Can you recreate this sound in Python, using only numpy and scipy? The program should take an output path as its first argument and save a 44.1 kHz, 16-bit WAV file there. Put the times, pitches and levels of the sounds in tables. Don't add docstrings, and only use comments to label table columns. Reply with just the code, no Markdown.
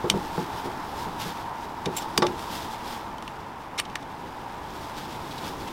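import sys
import numpy as np
from scipy import signal
from scipy.fft import rfft, irfft
from scipy.io import wavfile
from scipy.ndimage import uniform_filter1d

SR = 44100
rng = np.random.default_rng(int(sys.argv[2]) if len(sys.argv) > 2 else 0)


def generate_wav(sig):
    pcm = np.round(np.clip(np.atleast_2d(sig).T, -1, 1) * 32767).astype(np.int16)
    wavfile.write(sys.argv[1], SR, pcm)


N = 252252
TIME = np.arange(N) / SR
HIT_TIME = TIME[:SR // 3]
TOP_HZ = 15800


def amp(db):
    return 10 ** (np.asarray(db) / 20)


def unit(x):
    return x / np.sqrt(np.mean(x ** 2))


def burst(x, db):
    return x * amp(db) * np.sqrt(SR / 100 / np.sum(x ** 2))


def curve(table):
    t, level_db = np.transpose(table)
    return np.interp(TIME, t, level_db)


def colour(x, spectrum):
    hz, db = np.transpose(spectrum)
    f = np.maximum(np.fft.rfftfreq(len(x), 1 / SR), 1)
    gain = amp(np.interp(np.log(f), np.log(hz), db))
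    return unit(irfft(rfft(x) * gain, len(x)))


def noise():
    return rng.standard_normal(N)


def walk(rate):
    k = int(SR / rate)
    steps = np.repeat(rng.standard_normal(N // k + 1), k)
    return unit(uniform_filter1d(steps, k)[:N])


def resonate(x, hz, width):
    return unit(signal.lfilter(*signal.iirpeak(hz, hz / width, fs=SR), x))


def rung(force, modes):
    total = 0
    for k, (hz, width, db) in enumerate(modes):
        total = total + amp(db) * (-1) ** k * resonate(force, hz, width)
    return unit(total)


def lowpass(x, hz, order=2):
    return signal.sosfilt(signal.butter(order, hz, fs=SR, output="sos"), x)


def contact(length_s, fall_s):
    build = np.minimum(3 * HIT_TIME / length_s, 1)
    release = np.exp(-np.maximum(HIT_TIME - length_s, 0) / fall_s)
    return rng.standard_normal(len(HIT_TIME)) * build * release


def chatter(length_s, fall_s, count=6):
    force = contact(length_s, fall_s)
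    fade = np.exp(-np.maximum(HIT_TIME - length_s - 2 * fall_s, 0) / fall_s)
    for _ in range(count):
        phase = np.angle(rfft(force))
        force = irfft(np.exp(1j * phase), len(force)) * fade
    return force


def add(track, s, sound):
    i = max(int(s * SR), 0)
    track[i:i + len(sound)] += sound[:N - i]


# t/s, level/dB before its random flutter
FAN_LEVEL = [(0, -34.5), (.9, -36), (1.7, -36), (2.7, -37), (3.95, -41.5), (4.35, -39.5), (5.72, -39)]
# f/Hz, relative level/dB per Hz
WHINE_SPECTRUM = [(500, -25.5), (700, -13.5), (800, -6), (900, -2), (980, -4.5), (1100, -11), (1400, -16),
                  (2000, -24), (4000, -51)]
# f/Hz, relative level/dB per Hz
RUMBLE_SPECTRUM = [(15, -10), (40, -2.5), (130, 1), (500, -2), (1500, -8.5), (3000, -14.5), (6000, -45),
                   (16000, -54)]


def fan(flutter_db=0.65, flutter_hz=8.2, rumble_db=-45):
    air = colour(noise(), WHINE_SPECTRUM)
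    whine = air * amp(curve(FAN_LEVEL) + flutter_db * walk(flutter_hz))
    rumble = amp(rumble_db) * colour(noise(), RUMBLE_SPECTRUM)
    return whine + rumble


# t/s, level/dB of their rub before its unevenness
EFFORT = [(0, -40), (1.2, -41), (1.75, -44), (2.25, -40), (2.8, -41.5), (3.45, -46.5), (4.0, -47),
          (4.27, -44), (4.6, -44), (5.25, -39.5), (5.72, -40.5)]
# f/Hz, relative level/dB per Hz
RUB_SPECTRUM = [(30, -5), (100, -2.5), (180, -2.5), (320, -1), (500, -8), (700, -8.5), (1200, -19),
                (3000, -43.5)]


def hand(uneven_db=1.1, uneven_hz=19):
    friction = colour(noise(), RUB_SPECTRUM)
    return friction * amp(curve(EFFORT) + uneven_db * walk(uneven_hz))


# middle t/s, level/dB before the cloth gain,
# length above half power/s
SWISHES = [(0.245, -47.5, 0.037), (.39, -45.5, 0.093), (.575, -46, 0.077), (0.66, -43.5, 0.025),
           (0.72, -52, .04), (0.852, -60, .05), (1.02, -45.5, 0.1), (1.221, -38.5, 0.036),
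           (1.27, -41.5, .08), (1.385, -52, .08), (1.63, -49.5, 0.04), (2, -43, 0.063), (2.418, -45, 0.045),
           (2.556, -41, 0.098), (2.644, -44, 0.047), (2.728, -46, 0.048), (2.917, -43, 0.082),
           (4.814, -48, .13), (5.008, -45, 0.075), (5.117, -50, 0.061), (5.363, -48.5, 0.097),
           (5.47, -43, 0.06), (5.65, -48, 0.15)]


def arm(creep_db=-51.5, creep_growth=1.1, usual_effort_db=-42):
    creep = amp(creep_db + creep_growth * (curve(EFFORT) - usual_effort_db))
    power = creep ** 2
    for middle_s, db, length_s in SWISHES:
        swell = np.exp2(-(2 * (TIME - middle_s) / length_s) ** 2)
        power = power + amp(db) ** 2 * swell
    return 10 * np.log10(power)


# f/Hz, relative level/dB per Hz
CLOTH_SPECTRUM = [(400, -1), (1000, 1), (1500, 1), (2200, -1.5), (2900, -1), (3500, 2), (4300, -2.5),
                  (5100, -2), (6500, -9.5), (9000, -13.5), (16000, -27)]
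# f/Hz, relative level/dB per Hz
HISS_SPECTRUM = [(3000, -30), (6000, 5), (8000, 3.5), (10000, 2), (12500, 5.5), (16000, 1)]


def sleeve(cloth_gain_db=2.5, hiss_db=-53.5, hiss_growth=1.17, usual_swish_db=-45.5,
           grain_db=1.5, flutter_db=1.03):
    motion_db = arm()
    slips = amp(grain_db * walk(900) + flutter_db * walk(35))
    rustle = colour(noise() * slips, CLOTH_SPECTRUM) * amp(motion_db + cloth_gain_db)
    hiss_level_db = hiss_db + hiss_growth * (motion_db - usual_swish_db)
    hiss = colour(noise() * slips, HISS_SPECTRUM) * amp(hiss_level_db)
    return rustle + hiss


# t/s, level/dB (energy of 10 ms), length/s, f/Hz
SCRAPES = [(5.305, -40.5, 0.02, 3600), (5.377, -39, 0.011, 3630), (5.438, -44, 0.0077, 3400),
           (5.476, -44.5, 0.0044, 5300), (5.602, -48, .012, 4600), (5.672, -40, 0.012, 2540)]


def thumb(width_hz=700, fall_s=0.0043):
    out = np.zeros(N)
    for s, db, length_s, hz in SCRAPES:
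        scrape = resonate(contact(length_s, fall_s), hz, width_hz)
        add(out, s, burst(scrape, db))
    return out


# t/s, level/dB (energy of 10 ms), contact time scale/s,
# hardness as the corner of the drive f/Hz, boom of the lowest modes/dB
KNOCKS = [(0.042, -18.5, 0.0086, 470, -3), (0.108, -23, 0.015, 450, 11), (0.141, -18, 0.023, 500, 7.5),
          (0.3788, -19.5, 0.002, 800, 8.5), (0.656, -26.5, 0.012, 523, 0), (1.065, -31.5, 0.0054, 450, 7),
          (1.2584, -29, 0.0093, 480, 9), (1.8635, -20.5, 0.023, 464, 5), (2.1808, -19, 0.0039, 440, 6),
          (2.2217, -14.5, 0.0033, 3800, 0), (2.239, -18, 0.0081, 1500, -18), (2.28, -26, 0.044, 477, 4)]
# f/Hz, bandwidth/Hz, relative level/dB before hardness and boom
PANEL_MODES = [(126, 15, -22), (156.3, 8.3, -5.5), (197, 29, 1), (232, 6.4, -9.5), (331, 3.3, -5),
               (358.4, 12.5, 5.5), (406, 13, -0.5), (477, 29, 4), (516, 23, -5), (619, 77, -1.5),
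               (783, 8.7, -3), (861, 22, 7.5), (946, 120, -2), (1142, 57, 1.5), (1316, 140, -2.5),
               (1620, 190, -24), (2000, 160, -9), (3650, 83, 1), (5030, 270, 0)]


def panel(shudder_db=-14, shudder_s=0.025, boom_hz=260, blow_db=-1, blow_s=0.00059):
    out = np.zeros(N)
    blow = np.exp(-HIT_TIME / blow_s)
    for s, db, contact_s, hard_hz, boom_db in KNOCKS:
        ring = 0
        for hz, width, mode_db in PANEL_MODES:
            slide = contact(contact_s / 2, contact_s)
            shudder = amp(shudder_db) * contact(contact_s, shudder_s)
            cutoff = min(2 * hz, TOP_HZ)
            struck = resonate(lowpass(blow, cutoff), hz, width)
            rubbed = resonate(lowpass(slide + shudder, cutoff), hz, width)
            mode = unit(amp(blow_db) * rng.choice([-1, 1]) * struck + rubbed)
            softness = np.hypot(1, (hz / hard_hz) ** 2)
            ring = ring + amp(mode_db + boom_db * (hz < boom_hz)) / softness * mode
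        add(out, s, burst(ring, db))
    return out


# t/s, level/dB (energy of 10 ms), contact time scale/s,
# struck part f/Hz, its ring/dB re frame, treble tilt/dB at the band limit, cartridge ring/dB re frame
CLICKS = [(0.0988, -16, 0.0025, 3150, -7.5, -2, -16.5), (0.174, -50, .002, 4700, -6, -5, -15),
          (1.8554, -29.5, 0.0082, 3750, -5, -13, -5.5), (1.964, -27.5, 0.014, 7400, 0, 16, -19),
          (1.977, -32.5, 0.015, 7480, -4, 9, -20), (2.018, -40.5, 0.014, 5200, -6, 0, -15),
          (2.1755, -17.5, .0048, 4800, -2.5, 2.5, -3), (2.221, -23.5, 0.014, 2700, -15, -13, 6),
          (2.2655, -29, 0.0041, 3250, -18, -21, -7), (2.393, -44, 0.0014, 7660, -26, 1, -13),
          (3.1808, -42.5, 0.0031, 3100, 3, -2, 4), (3.224, -41, 0.0013, 11000, -14, 1, 4),
          (3.2777, -38.5, .002, 2710, 5, -5, -6), (3.7766, -28.5, 0.017, 2180, -6, -8, -13),
          (3.7861, -26.5, 0.0128, 3840, -7, -7, -1.5), (3.7960, -28, 0.0044, 1870, -2, 0, -5),
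          (3.7991, -27, 0.00022, 8500, -8, 4, -18), (3.85, -42, 0.0067, 3130, -1, -17, -8),
          (3.897, -47.5, 0.005, 2700, 0, -12, -14), (3.954, -28, .0044, 1810, 1, -7, -3.5),
          (4.022, -48, .012, 3500, -4, -5, -12)]
# f/Hz, bandwidth/Hz, relative level/dB
FRAME_MODES = [(2070, 110, -6), (2385, 210, -0.5), (2765, 230, 0.5), (2966, 170, 1.5), (3670, 360, 3.5),
               (4540, 96, -6), (5050, 130, -6.5), (5670, 170, -1.5), (6250, 130, -6), (7530, 1100, -4),
               (8200, 130, -8), (9030, 590, -6.5), (10300, 220, -10.5), (11030, 160, -13.5),
               (12570, 280, -12), (14500, 900, -15)]
# f/Hz, bandwidth/Hz, relative level/dB
CARTRIDGE_MODES = [(516, 270, -10), (960, 660, -3), (1136, 230, -0.5), (1876, 150, -15)]


def gun(part_width_hz=150, treble_hz=6000, crack_db=-14, crack_hz=8000):
    out = np.zeros(N)
    lead = SR // 300
    for s, db, contact_s, part_hz, part_db, treble_db, tube_db in CLICKS:
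        length_s, fall_s = contact_s * 0.7, contact_s * 0.23
        frame = rung(chatter(length_s, fall_s), FRAME_MODES)
        tube = amp(tube_db) * rung(chatter(length_s, fall_s), CARTRIDGE_MODES)
        part = amp(part_db) * resonate(chatter(length_s, fall_s), part_hz, part_width_hz)
        crack = amp(crack_db) * unit(lowpass(chatter(length_s, fall_s), crack_hz, order=1))
        click = np.pad(frame + tube + part + crack, (lead, 0))
        click = colour(click, [(treble_hz, 0), (TOP_HZ, treble_db)])
        add(out, s - lead / SR, burst(click, db))
    return out


def decaying_echoes(t60, db):
    echoes = rng.standard_normal(len(HIT_TIME)) * amp(-60 * HIT_TIME / t60) * (HIT_TIME > 0.002)
    return amp(db) * echoes / np.linalg.norm(echoes)


def workshop(x, near_db=-13, near_t60=0.069, far_db=-23, far_t60=0.15):
    near = decaying_echoes(near_t60, near_db)
    far = lowpass(decaying_echoes(far_t60, far_db), 6900)
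    return x + signal.fftconvolve(x, near + far)[:N]


def scene():
    work = workshop(gun() + panel() + thumb())
    return (work + sleeve() + hand() + fan())[None]


def record(dry, ceiling=1.3):
    rounded = ceiling * np.tanh(dry / ceiling)
    return signal.sosfilt(signal.ellip(12, 0.1, 90, TOP_HZ, fs=SR, output="sos"), rounded)


dry = scene()
out = record(dry)
generate_wav(out)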